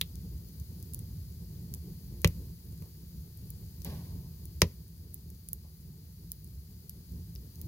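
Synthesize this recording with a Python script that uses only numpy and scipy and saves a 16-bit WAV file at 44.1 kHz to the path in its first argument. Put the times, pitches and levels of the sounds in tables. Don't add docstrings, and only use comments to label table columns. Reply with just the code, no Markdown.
import sys
import numpy as np
from scipy import signal
from scipy.fft import rfft, irfft, next_fast_len
from scipy.io import wavfile
from scipy.ndimage import uniform_filter1d, map_coordinates

SR = 44100
rng = np.random.default_rng(int(sys.argv[2]) if len(sys.argv) > 2 else 0)


def dump(signal):
    limited = np.clip(np.atleast_2d(signal).T, -1, 1)
    pcm = np.round(limited * 32767).astype(np.int16)
    wavfile.write(sys.argv[1], SR, pcm)


N = 338247
BASS_CUT_HZ, TOP_HZ = 27, 16000
PORT_LAG_S = 0.00013


def amp(db):
    return 10 ** (np.asarray(db) / 20)


def unit(x):
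    return x / np.sqrt(np.mean(x ** 2) + 1e-20)


def unit_energy(x):
    return x / np.linalg.norm(x, axis=1, keepdims=True)


def fade(t, t60):
    return np.exp(-np.log(1000) * t / np.maximum(t60, 1e-4))


def along(points, hz):
    f, v = np.transpose(points)
    return np.interp(np.log(hz + 1), np.log(f + 1), v)


def curves(rows):
    s, *cols = np.transpose(rows)
    return [np.interp(np.arange(N) / SR, s, c) for c in cols]


def wobble(rate):
    knots = rng.standard_normal(int(N * rate / SR) + 4)
    return map_coordinates(knots, [np.arange(N) * rate / SR])


def sides(db):
    return amp(np.array([[.5], [-.5]]) * db)


def filtered(x, gain):
    size = x.shape[-1]
    m = next_fast_len(size + 8192)
    return irfft(rfft(x, m) * gain(np.fft.rfftfreq(m, 1 / SR)), m)[..., :size]


def struck(x, level, size=2048):
    hz = np.fft.rfftfreq(size, 1 / SR)
    cepstrum = irfft(np.log(amp(level(hz)) + 1e-6))
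    cepstrum[1:size // 2] *= 2
    cepstrum[size // 2 + 1:] = 0
    response = irfft(np.exp(rfft(cepstrum)))
    return signal.fftconvolve(x, response[None], axes=1)[:, :x.shape[1]]


def whitened(x, size=2048):
    power = np.mean(np.abs(rfft(x, size)) ** 2, axis=0)
    power = uniform_filter1d(power, size=15)
    return struck(x, lambda hz: -10 * np.log10(np.abs(power) + 1e-9))


def bump(hz, centre_hz, octaves):
    return 1 / (1 + (np.log2((hz + 1) / centre_hz) / octaves) ** 2)


def add(out, s, x):
    part = out[:, max(round(s * SR), 0):][:, :x.shape[1]]
    part += x[:, :part.shape[1]]


# pitch_hz, likeness (1 = identical).
PORT_LIKENESS = [(60, 0.98), (150, 1), (300, 0.95), (640, 0.73), (1400, 1), (3000, 0.14), (7000, 0.52),
                 (15000, 0.32)]


def noise(size, spectrum=None):
    m = next_fast_len(size)
    hz = np.fft.rfftfreq(m, 1 / SR)
    turn = np.arccos(np.clip(along(PORT_LIKENESS, hz), -1, 1)) / 2
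    colour = 1 if spectrum is None else amp(along(spectrum, hz))
    shares = np.array([np.cos(turn), np.sin(turn)])
    mid, side = rfft(rng.standard_normal((2, m))) * colour * shares
    lag = np.exp(-2j * np.pi * hz * PORT_LAG_S)
    stereo = irfft(np.array([mid + side, (mid - side) * lag]), m)
    return unit(stereo[:, :size])


# start_s, level_db.
DRAUGHT_LEVEL = [(0.0, -45.5), (2.11, -46), (2.37, -45.5), (2.67, -48), (3.48, -47), (4.08, -44),
                 (4.27, -46), (4.61, -46.5), (4.85, -51), (5.23, -51), (5.64, -51.5), (6.51, -50.5),
                 (6.79, -50.5), (7.67, -47)]


def draught():
    level_db, = curves(DRAUGHT_LEVEL)
    return level_db - level_db.mean()


# pitch_hz, level_db per Hz.
HISS_COLOUR = [(500, -7), (1300, -9), (1900, -5.5), (2600, -7), (3600, -4), (4600, 6), (5500, -0.5),
               (7000, -1), (8300, -9), (10300, 4), (12000, 2.5), (14200, 6), (15800, 0.5)]
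# pitch_hz, left_minus_right_db.
HISS_LEAN = [(1300, -2.5), (4400, 3), (8100, -0.5), (15000, 9.5)]
STEAM_DB, STEAM_GROWS = -57.5, 0.46


def hiss():
    steam = noise(N, HISS_COLOUR)
    steam = unit(filtered(steam, lambda hz: sides(along(HISS_LEAN, hz))))
    level_db = STEAM_DB + STEAM_GROWS * draught() + 0.31 * wobble(7.6)
    return amp(level_db) * steam


# pitch_hz, level_db per Hz.
RUMBLE_COLOUR = [(20, -21), (30, -15.5), (42, -7.5), (58, 2.5), (80, 2), (105, -4), (135, -6.5), (168, -2),
                 (200, -13.5), (235, -20), (400, -59.5)]
# pitch_hz, level_db per Hz.
FLUTTER_COLOUR = [(150, -16.5), (230, -10.5), (265, 1), (300, -1), (370, -1.5), (480, -8.5), (620, -21.5),
                  (800, -22.5), (1000, -24), (1400, -51), (3000, -49.5)]
RUMBLE_DB, FLUTTER_DB = -43.5, -64.5
FLUTTER_GROWS = 0.93


def flames():
    draught_db, surge = draught(), wobble(17)
    rumble_db = RUMBLE_DB + draught_db + 2.2 * surge
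    flutter_db = FLUTTER_DB + FLUTTER_GROWS * draught_db + 2.44 * surge + 2.0 * wobble(30)
    rumble = amp(rumble_db) * noise(N, RUMBLE_COLOUR)
    flutter = amp(flutter_db) * noise(N, FLUTTER_COLOUR)
    return (rumble + flutter) * sides(-.6)


# start_s, jet_level_db, flame_level_db, t60_s (base decay, scaled for each part).
GAS_POCKETS = [(2.824, -69.5, -53.5, 0.21), (3.848, -48, -44.5, 1), (5.641, -77, -55, 0.23)]
# pitch_hz, level_db per Hz.
JET_COLOUR = [(300, -12), (1000, -66), (1500, 3.5), (2300, 1), (3300, 1.5), (5000, 5), (8300, -12.5),
              (11000, 4), (14500, 0)]
# pitch_hz, level_db per Hz.
WHOOSH_COLOUR = [(40, -19.5), (80, 10), (170, 8.5), (250, -3), (400, -5), (650, -11.5), (1080, -12),
                 (1400, -36.5), (4000, -45)]
LIGHT_S = 0.057
PUFF_DB, PUFF_SHARE = 5, 0.28
BURN_DB, BURN_SHARE = -0.5, 1.35


def flares():
    out, t = np.zeros((2, N)), np.arange(SR) / SR
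    for s, jet_db, flame_db, t60 in GAS_POCKETS:
        jet = amp(jet_db + 1.3 * wobble(90)[:SR]) * noise(SR, JET_COLOUR)
        jet *= fade(t, 0.72 * t60)
        puff = amp(PUFF_DB) * fade(t, PUFF_SHARE * t60)
        burn = amp(BURN_DB) * fade(t, BURN_SHARE * t60)
        whoosh = amp(flame_db + 2.0 * wobble(50)[:SR]) * noise(SR, WHOOSH_COLOUR)
        whoosh *= (puff + burn) * (1 - fade(t, LIGHT_S))
        add(out, s, jet + whoosh)
    return out


# pitch_hz, t60_s.
WALL_ECHOES = [(300, 0.17), (1000, 0.079), (2500, 0.0822), (5500, 0.0627), (9000, .035), (15000, 0.09)]


def fracture(size, tear_t60, tear_db, straight, walls_db, room_db, room_t60):
    t = np.arange(size) / SR
    fibres = noise(size) + straight * rng.standard_normal(size)
    tear = amp(tear_db) * unit_energy(fibres * fade(t, tear_t60))
    tear[[0, 1], [0, 2]] += 1
    direct = unit_energy(whitened(tear))
    hz, frame, z = signal.stft(noise(size), SR, nperseg=128)
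    decay = fade(frame, along(WALL_ECHOES, hz)[:, None])
    walls = signal.istft(z * decay, SR, nperseg=128)[1][:, :size]
    room = noise(size) * fade(t, room_t60)
    arrival = 1 - fade(t, 0.0066)
    walls = amp(walls_db) * unit_energy(walls * arrival)
    room = amp(room_db) * unit_energy(room * arrival)
    return unit_energy(direct + walls + room)


# start_s, crack_db, boom_db, knock_db, treble_db, splinter_pitch_hz, splinter_db, walls_db,
# left_minus_right_db.
LOG_SPLITS = [(0.013, -28, -51, -35.5, -20.5, 3660, 19, -11.5, 2),
              (2.2459, -14, -12.5, -10, -19.5, 2670, 5.5, -11, 3),
              (2.8224, -59, -57, -42, -58, 4500, -3, -15, 25.5),
              (4.6181, -10, -15, -6, -14.5, 5400, 6.5, -11, 2.5)]
# pitch_hz, level_db.
SPLIT_COLOUR = [(30, -39.5), (100, -13), (210, 10), (280, -2), (400, 4.5), (540, 3.5), (740, -13.5),
                (980, 0), (1550, -8.5), (1920, 2), (3200, -3.5), (6800, -6), (8300, -13.5), (11000, -2),
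                (15000, -10.5)]
# pitch_hz, level_db (relative), t60_s.
BOX_MODES = [(60.43, -9, 0.23), (86.1, -1, 0.15), (120, -8, 0.11), (163, -2.5, 0.12), (202, -11.5, .08),
             (380, -17, 0.068), (493.3, -18, .085), (576, -21, 0.066)]
PUFF_S = 0.011


def snaps():
    out, t = np.zeros((2, N)), np.arange(SR // 2) / SR
    ring = sum(amp(db) * np.cos(2 * np.pi * hz * (t - PUFF_S)) * fade(t, t60)
               for hz, db, t60 in BOX_MODES)
    boom = ring * np.minimum(t / PUFF_S, 1)
    for (s, crack_db, boom_db, knock_db, treble_db,
         splinter_hz, splinter_db, walls_db, pan_db) in LOG_SPLITS:
        blow = fracture(len(t), tear_t60=0.011, tear_db=14.0, straight=0.89,
                        walls_db=walls_db, room_db=-29, room_t60=0.33)
        weight = [(600, knock_db), (1900, crack_db), (5500, crack_db), (10000, treble_db)]
        crack = struck(blow, lambda hz: 24 + along(SPLIT_COLOUR, hz) + along(weight, hz)
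                       + splinter_db * bump(hz, splinter_hz, 0.35))
        crack = filtered(crack, lambda hz: sides(pan_db * hz / (hz + 1200)))
        add(out, s, crack + amp(boom_db) * boom)
    return out


# pitch_hz, level_db.
TICK_COLOUR = [(300, -27), (1500, -29.5), (2800, -18.5), (4000, -10.5), (6500, -5.5), (8400, -11.5),
               (10800, -2.5), (14500, -4.5), (16500, -6)]


def crackle(db, pitch_hz, pan_db, low_db):
    blow = fracture(size=4096, tear_t60=0.0073, tear_db=7.5, straight=.4,
                    walls_db=-13, room_db=-24.5, room_t60=.2)
    tilt = [(5000, low_db), (10000, 0)]
    flake = np.column_stack([np.linspace(1000, TOP_HZ, num=20), rng.standard_normal(20)])
    tick = struck(blow, lambda hz: along(TICK_COLOUR, hz) + along(tilt, hz)
                  + 1.5 * along(flake, hz) + 7 * bump(hz, pitch_hz, .09))
    return amp(db) * sides(pan_db) * tick / np.linalg.norm(tick[0] + tick[1])


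# (full below 5 kHz, none above 10 kHz).
LOUD_CRACKLES = [(0.1557, -23.5, 10600, 7, 4), (0.5995, -23.5, 13300, 7, -1), (0.827, -21.5, 10500, 8, -8),
                 (0.936, -16, 13400, -5, -7), (0.9456, -9, 11000, 1, -7.5), (0.9915, -16.5, 10900, -1, -6),
                 (1.7395, -10, 13300, 2, -1), (1.7472, -15, 14000, -1, -4), (2.2178, -16.5, 10200, 4, -7),
                 (2.2752, -6, 14400, 7, 3.5), (3.3738, -24, 14200, 5, -16), (3.504, -13, 15100, 2, -14),
                 (3.8192, -22.5, 14400, 7, 4), (3.8476, -10.5, 14200, 4, -3), (4.4553, -17, 15500, 6, -9),
                 (5.1434, -10.5, 12900, -3, -14.5), (5.3023, -23.5, 12700, 3, -8),
                 (5.4873, -12.5, 10700, -2, -8.5), (5.5315, -5, 12750, -2.5, -13),
                 (6.318, -6.5, 11710, -1.5, -3.5), (6.4447, -23.5, 12400, -2.5, -17),
                 (6.895, -13.5, 12100, -.5, -4), (7.3526, -22, 13260, 4.5, -6.5),
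                 (7.359, -22, 5070, 3.5, 28), (7.5567, -26.5, 13850, 7, 2),
                 (7.6152, -13.5, 14500, -1, -3.5)]
FAINT_DB, FAINT_SPREAD_DB = -39, 10
FAINT_HZ, FAINT_SPAN = 6000, 2.5
FAINT_PAN_DB, FAINT_LOW_DB = 6, -2.5


def crackles(count=60):
    out = np.zeros((2, N))
    for s, db, pitch_hz, pan_db, low_db in LOUD_CRACKLES:
        add(out, s, crackle(db, pitch_hz, pan_db, low_db))
    for when, strength, pitch, place in rng.random((count, 4)):
        db = FAINT_DB + FAINT_SPREAD_DB * strength ** 2
        pitch_hz = FAINT_HZ * FAINT_SPAN ** pitch
        add(out, when * N / SR, crackle(db, pitch_hz, FAINT_PAN_DB * place, FAINT_LOW_DB))
    return out


def scene():
    return hiss() + flames() + flares() + snaps() + crackles()


def record(dry):
    def response(hz):
        bass_cut = (1j * hz / (1j * hz + BASS_CUT_HZ)) ** 3
        return bass_cut / (1 + (hz / TOP_HZ) ** 160)
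    return filtered(dry, response)


dry = scene()
out = record(dry)
dump(out)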